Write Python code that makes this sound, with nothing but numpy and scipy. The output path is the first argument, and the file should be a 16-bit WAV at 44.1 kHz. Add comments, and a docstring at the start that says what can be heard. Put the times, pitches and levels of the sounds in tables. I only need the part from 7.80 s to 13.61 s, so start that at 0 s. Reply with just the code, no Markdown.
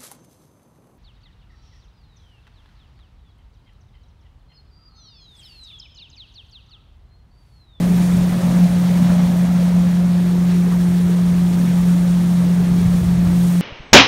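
"""A jet boat cruises along a river, heard from on board, its four-cylinder engine droning at a slowly sinking pitch.
For the first two seconds it banks into a turn: burble, hull roar and wash are strong, and the drone swells and dips.
Ripples slap the sides and the exhaust gulps; then the load eases, the spray thins and returns, and a third gulp comes.
Near 5 s the head wind rumbles up for half a second. Sines make the drone; coloured, fluttering noise makes
the gas, water and wind."""
import sys
import numpy as np
from scipy import signal
from scipy.fft import rfft, irfft
from scipy.io import wavfile

SR = 44100
rng = np.random.default_rng(int(sys.argv[2]) if len(sys.argv) > 2 else 0)


def file_out(sig):
    """Save sig as 16-bit WAV at sys.argv[1]."""
    # one column per channel
    cols = np.atleast_2d(sig).T
    # limit, then scale
    lim = np.clip(cols, -1, 1)
    pcm = np.round(lim * 32767).astype(np.int16)
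    wavfile.write(sys.argv[1], SR, pcm)


N = 256212
TIME = np.arange(N) / SR
BIN_HZ = np.maximum(np.arange(N // 2 + 1) * SR / N, 1)


def from_db(db):
    """Logarithmic level: 20 dB is a factor of ten in amplitude."""
    return 10 ** (np.asarray(db) / 20)


def rms_one(x):
    """Normalisation: the root of the mean power becomes one."""
    return x / np.sqrt(np.mean(x ** 2) + 1e-20)


def in_time(rows):
    """Linear interpolation: each column of a curve is read at every sample."""
    seconds, *columns = np.transpose(rows)
    return [np.interp(TIME, seconds, column) for column in columns]


def drift(rate_hz):
    """Low-pass noise: a random sway of unit rms, changing about rate_hz times a second."""
    spectrum = rfft(rng.standard_normal(N))
    return rms_one(irfft(spectrum / (1 + (BIN_HZ / rate_hz) ** 2), N))


def swells(rows):
    """Raised-cosine envelopes: smooth rises and falls about their middles, summed in dB."""
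    total_db = 0
    for middle_s, change_db, length_s in rows:
        position = np.clip((TIME - middle_s) / length_s, -.5, .5)
        total_db = total_db + change_db * np.cos(np.pi * position) ** 2
    return total_db


def bursts(rows, attack_s, decay_s):
    """Transient envelopes: a linear rise to each peak, then exponential decay, summed in dB."""
    total_db = 0
    for peak_s, rise_db in rows:
        attack = np.clip(1 + (TIME - peak_s) / attack_s, 0, 1)
        decay = np.exp(-np.clip((TIME - peak_s) / decay_s, 0, 20))
        total_db = total_db + rise_db * attack * decay
    return total_db


def turbulence(colour, patchy_db, patch_rate, count=10):
    """Turbulent spectrum: coloured noise of unit rms whose octaves each flutter independently."""
    hz, level_db = np.transpose(colour)
    gain = from_db(np.interp(np.log(BIN_HZ), np.log(hz), level_db))
    # the skirts fall away below and above the listed colour
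    low_skirt = 1 + (hz[0] / BIN_HZ) ** 2
    high_skirt = (1 + (BIN_HZ / (2 * hz[-1])) ** 2) ** 2
    spectrum = gain / low_skirt / high_skirt * rfft(rng.standard_normal(N))
    # octaves are numbered downwards from half the sample rate
    octave = np.clip(np.log2(SR / 2 / BIN_HZ).astype(int), 0, count - 1)
    heard = np.unique(octave[(BIN_HZ > hz[0] / 2) & (BIN_HZ < 2 * hz[-1])])
    noise = 0
    for k in heard:
        band = irfft(spectrum * (octave == k), N)
        noise = noise + band * from_db(patchy_db * drift(patch_rate))
    return rms_one(noise)


# head wind, before its gain and gusts: (time [s], level [dB])
WIND_LEVEL = [(0, -30.5), (0.45, -30), (2.9, -34), (3.05, -30.5), (3.3, -34), (3.6, -32), (4.7, -32.5),
              (5.0, -24.5), (5.5, -25), (5.7, -32.3), (5.81, -35)]
# spectrum of the wind: (frequency [Hz], relative density [dB per Hz])
WIND_SPECTRUM = [(14, -34), (25, -11), (38, -13), (52, -3.5), (75, -2.5), (110, -4), (150, 0.5),
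                 (200, -27.5), (320, -22.5)]


def wind(gain_db=1.0, gust_db=0.7, gust_rate=4.0):
    """Flow noise: eddies buffet the microphone in small random gusts."""
    level_db, = in_time(WIND_LEVEL)
    gusting_db = level_db + gain_db + gust_db * drift(gust_rate)
    return from_db(gusting_db) * turbulence(WIND_SPECTRUM, patchy_db=0.8, patch_rate=6.2)


# fine mist, before its gain and surges; the drops follow a share of it: (time [s], level [dB])
SPRAY_LEVEL = [(0, -42), (0.25, -42.7), (1.0, -44), (1.15, -44), (1.7, -45.6), (2.1, -48.0), (3.1, -45.5),
               (3.55, -46), (3.7, -44.5), (4.5, -44.4), (4.87, -46.2), (5.2, -43), (5.38, -47), (5.68, -40),
               (5.81, -42)]
# sheets of coarse drops landing: (time of the peak [s], rise of the drops [dB])
SPLASH_EVENTS = [(.22, 4), (1.08, 2), (1.24, 1), (2.69, 4)]
# spectra of coarse drops and fine mist: (frequency [Hz], relative density [dB per Hz])
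DROP_SPECTRUM = [(900, 1), (1450, -0.5), (1680, 5), (1950, 4), (2300, 3.5), (2950, -0.5), (3350, 1.5),
                 (4400, -0.5), (5500, -1.5), (6700, -3.5), (8000, -7.5), (12000, -16)]
MIST_SPECTRUM = [(3000, -28), (5500, -4.5), (7500, -0.5), (8800, 1), (9800, 0.5), (11300, -1.5),
                 (13000, -3.3), (15700, -5.5)]
# drops: base level [dB], and the dB gained per dB of load
DROPS_DB, DROPS_FOLLOWS = -41.5, 0.38


def spray(load_db, mist_db=1.45, drops_share=0.31, surge_db=0.43, surge_rate=12.0):
    """Superposed impacts: fine mist hisses and coarse drops rush, more as the load throws more water."""
    spray_db, = in_time(SPRAY_LEVEL)
    drop_db = DROPS_DB + DROPS_FOLLOWS * load_db
    drop_db = drop_db + drops_share * (spray_db - spray_db.mean())
    drop_db = drop_db + bursts(SPLASH_EVENTS, attack_s=.04, decay_s=.07)
    drops = from_db(drop_db) * turbulence(DROP_SPECTRUM, patchy_db=0.94, patch_rate=18.0)
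    mist = from_db(spray_db + mist_db) * turbulence(MIST_SPECTRUM, patchy_db=0.9, patch_rate=27.0)
    return (drops + mist) * from_db(surge_db * drift(surge_rate))


# water churning in the jet, before its gain; also trims the engine's orders: (time [s], level [dB])
CHURN_LEVEL = [(0, -31), (0.4, -35.5), (0.65, -37.5), (1.6, -40.0), (2.3, -40), (2.6, -36), (2.9, -36.5),
               (3.5, -36), (4.1, -36), (4.25, -40.5), (4.8, -35), (5.3, -39), (5.5, -34.5), (5.81, -40.5)]
# ripples slapping the sides: (time of the peak [s], rise of the wash [dB])
SLAP_EVENTS = [(.53, 4), (.61, 2), (.75, 4), (1.3, 6), (1.4, 5), (1.68, 5), (1.77, 4), (2.04, 1), (2.92, 6),
               (5.47, 4.5)]
# spectra of jet churn, hull roar and side wash: (frequency [Hz], relative density [dB per Hz])
CHURN_SPECTRUM = [(190, -25), (270, 0), (330, -2.5), (400, -3), (480, -5.5), (700, -34.5)]
ROAR_SPECTRUM = [(420, -10.5), (490, -4.5), (545, 1), (635, -2.5), (710, -3), (820, -8.5), (1100, -16.5),
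                 (1600, -27.5)]
WASH_SPECTRUM = [(480, -9), (700, -5), (860, 1), (1020, -2), (1300, -3.5), (1460, -6.5), (1680, -6.5),
                 (1900, -10), (2400, -15.5), (4000, -19), (8000, -50)]
# base level in straight running [dB], and the dB gained per dB of load
ROAR_DB, ROAR_FOLLOWS = -42, 1.43
WASH_DB, WASH_FOLLOWS = -41, 0.33


def water(firings, load_db, churn_db=-1.0, throb=0.07):
    """Amplitude modulation: the jet churns; hull roar and side wash throb once per engine cycle."""
    churn_level, = in_time(CHURN_LEVEL)
    cycle = np.sin(2 * np.pi * firings / 4)   # four firings make one engine cycle
    roar_db = ROAR_DB + ROAR_FOLLOWS * load_db
    wash_db = WASH_DB + WASH_FOLLOWS * load_db + bursts(SLAP_EVENTS, attack_s=0.03, decay_s=0.018)
    churn = from_db(churn_level + churn_db) * turbulence(CHURN_SPECTRUM, patchy_db=2.6, patch_rate=14.0)
    roar = from_db(roar_db) * turbulence(ROAR_SPECTRUM, patchy_db=1.3, patch_rate=9.6)
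    wash = from_db(wash_db) * turbulence(WASH_SPECTRUM, patchy_db=1.37, patch_rate=55.0)
    return churn + (roar + wash) * (1 + throb * cycle)


# the exhaust gulps and lets out a burst of gas: (time of the peak [s], rise of the burble [dB])
GULP_EVENTS = [(1.24, 4.5), (1.69, 4), (3.84, 9)]
# spectrum of the burble: (frequency [Hz], relative density [dB per Hz])
BURBLE_SPECTRUM = [(100, -13), (140, -5), (170, -0.5), (200, -0.5), (232, -2.5), (258, -14), (300, -18),
                   (380, -37)]
# base level in straight running [dB], and the dB gained per dB of load
BURBLE_DB, BURBLE_FOLLOWS = -32, 1.4


def burble(load_db, uneven_db=1.0, uneven_rate=3.9):
    """Narrow-band noise: irregular gas bursts ring around the drone and beat against it, more under load."""
    level_db = BURBLE_DB + BURBLE_FOLLOWS * load_db + uneven_db * drift(uneven_rate)
    level_db = level_db + bursts(GULP_EVENTS, attack_s=.04, decay_s=0.036)
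    return from_db(level_db) * turbulence(BURBLE_SPECTRUM, patchy_db=0.27, patch_rate=7.2)


# engine orders before trim; unequal cylinders give the quarters:
# (multiple of the firing rate, level relative to the drone [dB])
ENGINE_ORDERS = [(.5, -30), (.75, -24.5), (1.5, -30.5), (1.75, -35), (2, -29.5), (3, -36), (3.25, -42),
                 (3.5, -41), (3.75, -42), (4, -38), (4.25, -47), (4.75, -47), (5, -48), (6, -47), (7, -49)]
# the drone swells or dips as the exhaust rides the waterline:
# (time of the middle [s], change [dB], length [s])
WATERLINE_SURGES = [(.01, -2.5, 0.17), (.53, -3.2, 0.15), (.62, -7.5, 0.072), (.7, -1.6, 0.11),
                    (.83, 4, 0.18), (.89, -5, 0.092), (1.36, 2, 0.16), (1.91, -2, .07), (1.98, 2.5, 0.12),
                    (2.1, -1, 0.15), (4.1, 1.8, .14), (5.15, 2, 0.17), (5.22, -3, 0.13)]
# drone level [dB]; its random sway at zero load [dB]; growth of that sway [dB per dB of load]
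DRONE_DB, DRONE_UNREST_DB, UNREST_FOLLOWS = -14, 0.34, 0.98


def engine(firings, load_db, waver=0.28, waver_rate=2.8, scatter_rad=0.2, churn_follows=0.87,
           load_follows=0.8, high_orders_db=-1.0, second_db=1.0, second_chokes=1.64, unrest_rate=10.0):
    """Periodic source: an almost pure tone at the firing rate; weak orders waver as combustion varies."""
    churn_level, = in_time(CHURN_LEVEL)
    unrest_db = DRONE_UNREST_DB * from_db(UNREST_FOLLOWS * load_db) * drift(unrest_rate)
    drone_db = DRONE_DB + swells(WATERLINE_SURGES) + unrest_db
    out = from_db(drone_db) * np.sin(2 * np.pi * firings)
    for multiple, order_db in ENGINE_ORDERS:
        # as the hull trims, low orders swell with the churning and high ones with the load
        if multiple <= 2:
            trim_db = churn_follows * (churn_level - churn_level.mean())
        else:
            trim_db = high_orders_db + load_follows * load_db
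        if multiple == 2:   # load chokes the second order
            trim_db = trim_db + second_db - second_chokes * load_db
        phase = 2 * np.pi * (multiple * firings + rng.random()) + scatter_rad * drift(waver_rate)
        amplitude = from_db(DRONE_DB + order_db + trim_db) * (1 + waver * drift(waver_rate))
        out = out + amplitude * np.sin(phase)
    return np.sqrt(2) * out   # makes the stated levels rms


# how hard the hull presses into the water, greatest as it banks into a turn:
# (time [s], load relative to straight running [dB])
HULL_LOAD = [(0, 5), (0.25, 2.0), (0.75, 6), (1.0, 3.7), (1.4, 6.5), (1.58, 3.4), (1.85, 3.7), (2.65, -1.2),
             (2.95, -0.8), (3.6, -0.3), (3.95, 0.7), (4.25, 0), (4.85, 1.5), (5.81, -0.5)]
# firing rate at the start [Hz], and how fast it sinks [Hz per s]
FIRING_HZ, SAG_HZ_PER_S = 177.6, .36


def scene():
    """Superposition at fixed distances: all sources travel with the boat and share its load and firings."""
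    firings = np.cumsum(FIRING_HZ - SAG_HZ_PER_S * TIME) / SR   # running count
    load_db, = in_time(HULL_LOAD)
    background = wind() + spray(load_db) + water(firings, load_db)
    return (background + burble(load_db) + engine(firings, load_db))[None]


# dips in the response of the microphone port: (frequency [Hz], width [Hz], depth [dB])
PORT_RESPONSE = [(4940, 200, -4.5), (7650, 730, -2.5), (10420, 670, -5)]


def record(dry):
    """Linear filtering: the microphone port carves dips in the treble, and the top is cut steeply."""
    port_db = sum(depth_db / (1 + (2 * (BIN_HZ - hz) / width_hz) ** 2) for hz, width_hz, depth_db in PORT_RESPONSE)
    through_port = irfft(rfft(dry) * from_db(port_db), N)
    # order 12, 0.1 dB ripple, 90 dB rejection, edge at 15720 Hz
    low_pass = signal.ellip(12, .1, 90, 15720, fs=SR, output="sos")
    return signal.sosfilt(low_pass, through_port)


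dry = scene()
out = record(dry)
file_out(out)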